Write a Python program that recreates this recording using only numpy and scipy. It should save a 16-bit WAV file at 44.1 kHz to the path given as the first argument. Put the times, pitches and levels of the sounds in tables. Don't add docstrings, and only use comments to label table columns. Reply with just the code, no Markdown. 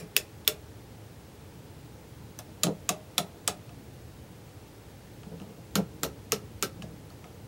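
import sys
import numpy as np
from scipy import signal
from scipy.fft import rfft, irfft, next_fast_len
from scipy.io import wavfile
from scipy.ndimage import uniform_filter1d

SR = 44100
rng = np.random.default_rng(int(sys.argv[2]) if len(sys.argv) > 2 else 0)


def gain_from_db(level_db):
    decades = np.asarray(level_db, float) / 20
    return 10 ** decades


def persist_wave(psi):
    counts = np.round(np.clip(psi, -1, 1) * 32767).astype(np.int16)
    wavfile.write(sys.argv[1], SR, np.atleast_2d(counts).T)


N = 329427
LEAD = 4410
SPAN = 8192
T = np.arange(SPAN) / SR

# [t/s, snap level/dB,
# strongest ring f/Hz, knock into knob and case level/dB]
MIDDLE_SWITCH_DETENTS = [
    (-0.063, -8, 8700, -23),
                         (0.165, -15.5, 2880, -23),
    (0.4767, -15, 3470, -21),
]
UPPER_DETENTS = [
    (2.6338, -18.5, 7000, -12.5),
    (2.8908, -20.5, 6850, -9),
    (3.1802, -18, 3480, -12),
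    (3.4765, -20, 7650, -10),
]
TOP_DETENTS = [
    (5.7542, -22.5, 6800, -7),
    (6.0325, -23, 7430, -7.5),
    (6.3205, -19, 6480, -10.5),
    (6.6253, -21.5, 7180, -7.5),
]
# [t/s, snap level/dB, ring f/Hz, knock level/dB]
TOUCHES = [(0.4492, -50, 3680, -21), (2.3888, -36, 6100, -13), (2.5194, -68, 3690, -7),
           (3.692, -51.5, 2680, -5), (5.2325, -50, 2740, -6), (5.3991, -48.5, 2850, -6.5),
           (5.417, -50.5, 2890, -6), (6.8214, -38, 2970, -12), (7.1023, -52.5, 4360, -5),
           (7.2418, -47, 2000, -6.5)]
# [t/s, snap level/dB, ring f/Hz]
BOUNCES = [
    (0.1764, -30, 2700),
    (2.6685, -35.5, 2900),
    (5.7567, -26, 4300),
    (6.0398, -33.5, 3540),
    (6.0482, -39, 4000),
    (6.342, -45, 4350),
]
# [f/Hz, width/Hz, level/dB]
MIDDLE_RINGS = [(2700, 350, 12), (5320, 64, 2), (6830, 390, 12), (7400, 120, -1), (8440, 140, -22),
                (12000, 81, -8), (12700, 130, -14), (13700, 440, -8), (14700, 130, -23)]
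UPPER_RINGS = [(2670, 130, -1), (4860, 130, -18), (6560, 180, 7.5), (3860, 480, 12), (7300, 200, 5),
               (9300, 110, 3), (10000, 160, 7), (10800, 170, -4), (12800, 400, -15.5)]
TOP_RINGS = [(2850, 550, 11.5), (4300, 240, 3), (5840, 830, 5), (9450, 120, 9), (10800, 180, 2),
             (13400, 160, 15), (12800, 190, 11), (13800, 210, -8.5), (14700, 130, -20.5)]
# [f/Hz, level/dB, t60/s]
MIDDLE_KNOB = [(1406, -0.58, 0.011), (1797, -1.4, 0.075)]
MIDDLE_CASE = [(428, 26, 0.058), (610, 9, 0.14), (720, -23, 0.062)]
UPPER_KNOB = [(1270, -1, 0.016), (1430, -2, 0.0061), (1700, -10.5, 0.072), (1094, -25, 0.0076)]
UPPER_CASE = [(414, -7.5, 0.07), (618, -15, 0.31), (690, 4, 0.027)]
TOP_KNOB = [(1316, -3.5, 0.023), (1561, -14.5, 0.073), (1130, -48, 0.004)]
TOP_CASE = [(280, 16, 0.044), (408, 23.5, 0.038), (527, -3, 0.12), (600, -19, 0.046), (734, -1, 0.11)]
# [f/Hz, level/dB]
SNAP_COLOUR = [(900, -21.5), (1600, -8.5), (2200, -7.5), (3100, -3.5), (4300, -4.5), (5500, 0.5),
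               (7200, -6), (8800, -9.5), (10000, -40.5)]
SPARKLE_COLOUR = [(7800, -8), (9000, 5.5), (10500, 11), (12000, 6), (13500, 9.5), (15000, 6.5),
                  (16000, -14), (17000, -22)]
MIDDLE_PARTS = (MIDDLE_RINGS, MIDDLE_KNOB, MIDDLE_CASE)
UPPER_PARTS = (UPPER_RINGS, UPPER_KNOB, UPPER_CASE)
TOP_PARTS = (TOP_RINGS, TOP_KNOB, TOP_CASE)
# [events, parts, light blow?, sparkle level/dB, case over knob level/dB, rattle t60/s,
# jangle level/dB, snap level/dB, lift of the sparkle above 11 kHz/dB, panel level/dB]
BLOWS = (
    (MIDDLE_SWITCH_DETENTS, MIDDLE_PARTS, False, .6, 5.5, .014, -15, -6, 5, -10),
    (UPPER_DETENTS, UPPER_PARTS, False, -4, -.3, .018, -13, -5, -4, -7),
    (TOP_DETENTS, TOP_PARTS, False, -7.5, -.4, .009, -8, -5, .6, -11),
    (TOUCHES, UPPER_PARTS, True, -16, 4, .02, -9, -10, -1.5, -20),
    ([(*row, -30) for row in BOUNCES], UPPER_PARTS, True, -12, .1, .014, -16, -6, 1.5, -14),
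)
LIGHT_SPARKLE_DB_PER_OCTAVE = 11.5

# [f/Hz, t60/s]
ROOM_T60 = [(150, 1), (400, 0.79), (1000, 0.27), (2800, 0.16), (7000, 0.17), (14000, 0.064)]
ROOM_DB, EARLY_DB, EARLY_T60_S = -14.5, -15, 0.045
# [f/Hz, level per Hz/dB]
AIR_COLOUR = [(15, -68), (25, -16), (43, -23.5), (59, -6), (109, -0.5), (231, -11), (318, -10),
              (383, -15.5), (427, -11), (673, -21), (856, -19.5), (1060, -25.5), (4500, -32.5),
              (15000, -39)]
AIR_DB = -47.5
WHISTLE_HZ, WHISTLE_DB, WHISTLE_THROB_HZ = 15735, -74, 13.5

# [t/s, thump level/dB, hardness level/dB]
ROCKS = [(0.009, -39, -12), (2.64, -25.5, -7.5), (2.674, -24, -1.5), (2.896, -31.5, -3),
         (3.185, -31, -14.5), (3.479, -36, -3), (5.262, -38, -8), (5.317, -38, -7), (5.409, -36.5, -16),
         (5.488, -42, -14), (5.573, -43, -2), (5.768, -24, -11.5), (5.784, -23.5, -8), (6.03, -31.5, -1.5),
         (6.321, -27, -3), (6.622, -39.5, -19), (6.779, -39.5, -7), (6.83, -38.5, -16), (6.901, -45, -7)]
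LANDINGS = [
    (2.668, -24, 5),
    (5.757, -24, -8),
]
ROCK_PUSH_S, LANDING_PUSH_S = 0.0358, 0.0061
# [f/Hz, level/dB, t60/s]
TABLE_MODES = [(151, -25, 0.024), (170, 0.8, 0.14), (196, -4.5, 0.17), (290, -2.5, 0.031),
               (447, 1.5, 0.056), (508, -5.5, 0.042), (650, -9.5, 0.055), (872, -30, 0.015)]
TOP_HZ = 15830


def along(table, hz):
    return np.interp(np.log(hz + 1), np.log(np.array(table)[:, 0]), np.array(table)[:, 1])


def decay(t60, t=T):
    return np.exp(-np.log(1000) * t / t60)


def conv(blow, response):
    return signal.fftconvolve(blow, response)[:len(blow)]


def peak(x, db):
    return x * gain_from_db(db) / np.sqrt(uniform_filter1d(x ** 2, size=176).max())


def band_pass(x, lo_hz, hi_hz):
    return signal.sosfilt(signal.butter(2, [lo_hz, hi_hz], "band", fs=SR, output="sos"), x)


def colour(db):
    cepstrum = irfft(db * np.log(10) / 20)
    cepstrum[1:512] *= 2
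    cepstrum[513:] = 0
    return irfft(np.exp(rfft(cepstrum)))


def modes(table, scatter_db=1.8, detune=.012):
    hz, db, t60 = np.transpose(table)[:, :, None]
    level_luck, pitch_luck = rng.standard_normal((2, len(table), 1))
    sines = np.sin(2 * np.pi * hz * (1 + detune * pitch_luck) * T)
    return np.sum(gain_from_db(db + scatter_db * level_luck) * sines * decay(t60), axis=0)


def rattle(t60, rate, rise_s):
    chance = rng.random((2, SPAN))
    hits = (chance[0] < rate / SR) * (2 * chance[1] - 1)
    return hits * (1 - np.exp(-T / rise_s)) * decay(t60)


def add(out, s, x):
    i = int(s * SR) + LEAD
    out[..., i:i + SPAN] += x[..., :N + LEAD - i]


def detent(row, rings, knob, case, rattle_t60, jangle_db, snap_db, edge_db, panel_db):
    _, db, ring_hz, sparkle_db, knob_db, case_db = row
    blow = peak(rattle(rattle_t60, rate=16000, rise_s=.0004), 0)
    strike = peak(rattle(.003, rate=16000, rise_s=.0003), 0)
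    blow = blow + gain_from_db(-8) * strike
    jangle = peak(rattle(.1, rate=15000, rise_s=.004), jangle_db)

    hz = np.arange(513) * SR / 1024
    snap = conv(blow + jangle, colour(along(SNAP_COLOUR, hz)))
    edge = edge_db * np.clip((hz - 11000) / 2000, 0, 1)
    sparkle = conv(blow + gain_from_db(-3) * jangle, colour(along(SPARKLE_COLOUR, hz) + edge))

    ring = conv(strike, np.sin(2 * np.pi * ring_hz * T) * decay(.006))
    for _ in range(2):
        ring = band_pass(ring, .6 * ring_hz, 1.6 * ring_hz)

    damped = [(f, g + sparkle_db * (f > 9000), 2.2 / max(width, 70 + f / 100)) for f, width, g in rings]
    panel = conv(blow + gain_from_db(1.5) * jangle, modes(damped))
    metal = peak(snap, snap_db) + peak(band_pass(panel, 1600, 17200), panel_db)

    knock = band_pass(conv(rattle(.04, rate=4400, rise_s=.0009), modes(knob)), 980, 1470)
    boom = band_pass(conv(rattle(.18, rate=3000, rise_s=.0015), modes(case)), 337, 1270)
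    body = peak(sparkle, sparkle_db - .5) + peak(knock, knob_db - .5) + peak(boom, case_db - .5)
    return gain_from_db(db) * np.array([metal + body, peak(ring, -0.58)])


def cam_scrape(db):
    noise = band_pass(rng.standard_normal(SPAN), 1500, 4000)
    return peak(noise * (T < .008) * decay(.03, np.abs(.008 - T)), db)


def switches():
    out = np.zeros((2, N + LEAD))
    for events, parts, light, sparkle_db, case_db, *character in BLOWS:
        for s, db, ring_hz, knock_db in events:
            crisp_db = sparkle_db + light * LIGHT_SPARKLE_DB_PER_OCTAVE * np.log2(ring_hz / 3000)
            row = (s, db, ring_hz, crisp_db, knock_db, knock_db + case_db)
            add(out, s, detent(row, *parts, *character))
            add(out[0], s - .008, cam_scrape(db - 31))
    return out


def room():
    t, tail = np.arange(2 * SPAN) / SR, 0
    for hz in 125 * 2 ** np.arange(8):
        octave = band_pass(rng.standard_normal(len(t)), hz / np.sqrt(2), min(hz * np.sqrt(2), .49 * SR))
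        tail = tail + octave * decay(along(ROOM_T60, hz), t) * min(hz / 1400, 1)
    tail = tail * np.clip((t - .004) / .0019, 0, 1)
    early = rng.standard_normal(len(t)) * decay(EARLY_T60_S, t) * np.clip((t - .0015) / .0023, 0, 1)
    tail = tail / np.sqrt(np.sum(tail ** 2))
    early = early / np.sqrt(np.sum(early ** 2))
    return gain_from_db(ROOM_DB) * tail + gain_from_db(EARLY_DB) * early


def air():
    gain = gain_from_db(along(AIR_COLOUR, np.arange(N // 2 + 1) * SR / N))
    noise = irfft(rfft(rng.standard_normal(N)) * gain, N)
    low = signal.sosfilt(signal.butter(2, 500, fs=SR, output="sos"), noise)
    walk = np.interp(np.arange(N), np.linspace(0, N, num=24), rng.standard_normal(24))
    noise = noise + low * (gain_from_db(1.6 * walk) - 1)
    t = np.arange(N) / SR
    throb = 1 + .9 * np.sin(2 * np.pi * WHISTLE_THROB_HZ * t)
    whistle = np.sin(2 * np.pi * WHISTLE_HZ * t) * throb
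    return noise / noise.std() * gain_from_db(AIR_DB) + np.sqrt(2) * gain_from_db(WHISTLE_DB) * whistle


def table_thumps():
    out = np.zeros(N + LEAD)
    for events, push_s in ((ROCKS, ROCK_PUSH_S), (LANDINGS, LANDING_PUSH_S)):
        for s, db, hard_db in events:
            push = rng.standard_normal(SPAN) * (T / push_s) * np.exp(-T / push_s * 3)
            wood = modes([(f, g + hard_db * (f > 250), t60) for f, g, t60 in TABLE_MODES])
            thump = band_pass(conv(push, wood), 177, 1650)
            add(out, s - push_s / 10, peak(thump, db - .5))
    return out


def scene():
    box, beam = switches()
    wood = table_thumps()
    echoes = conv(box + gain_from_db(-6) * beam + gain_from_db(-5) * wood, room())
    heard = box + beam + wood + echoes
    return (heard[LEAD:] + air())[None]


def low_pass(x):
    return signal.sosfilt(signal.butter(12, 17010, fs=SR, output="sos"), x)


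def record(dry):
    size = next_fast_len(N)
    hz = np.arange(size // 2 + 1) * SR / size
    below = np.clip((TOP_HZ - hz) / 30, 0, 1)
    above = (1 - below) * gain_from_db(-30 * ((hz - TOP_HZ) / 1000).clip(0) ** 2)
    kept, over = (irfft(rfft(dry, size) * gain, size)[:, :N] for gain in (below, above))
    jump = np.abs(dry - uniform_filter1d(dry, size=5))
    sharp = uniform_filter1d(jump, size=200) > gain_from_db(-33)
    spill = gain_from_db(3) * over * uniform_filter1d(1. * sharp, size=100)
    return low_pass(kept + spill)


dry = scene()
out = record(dry)
persist_wave(out)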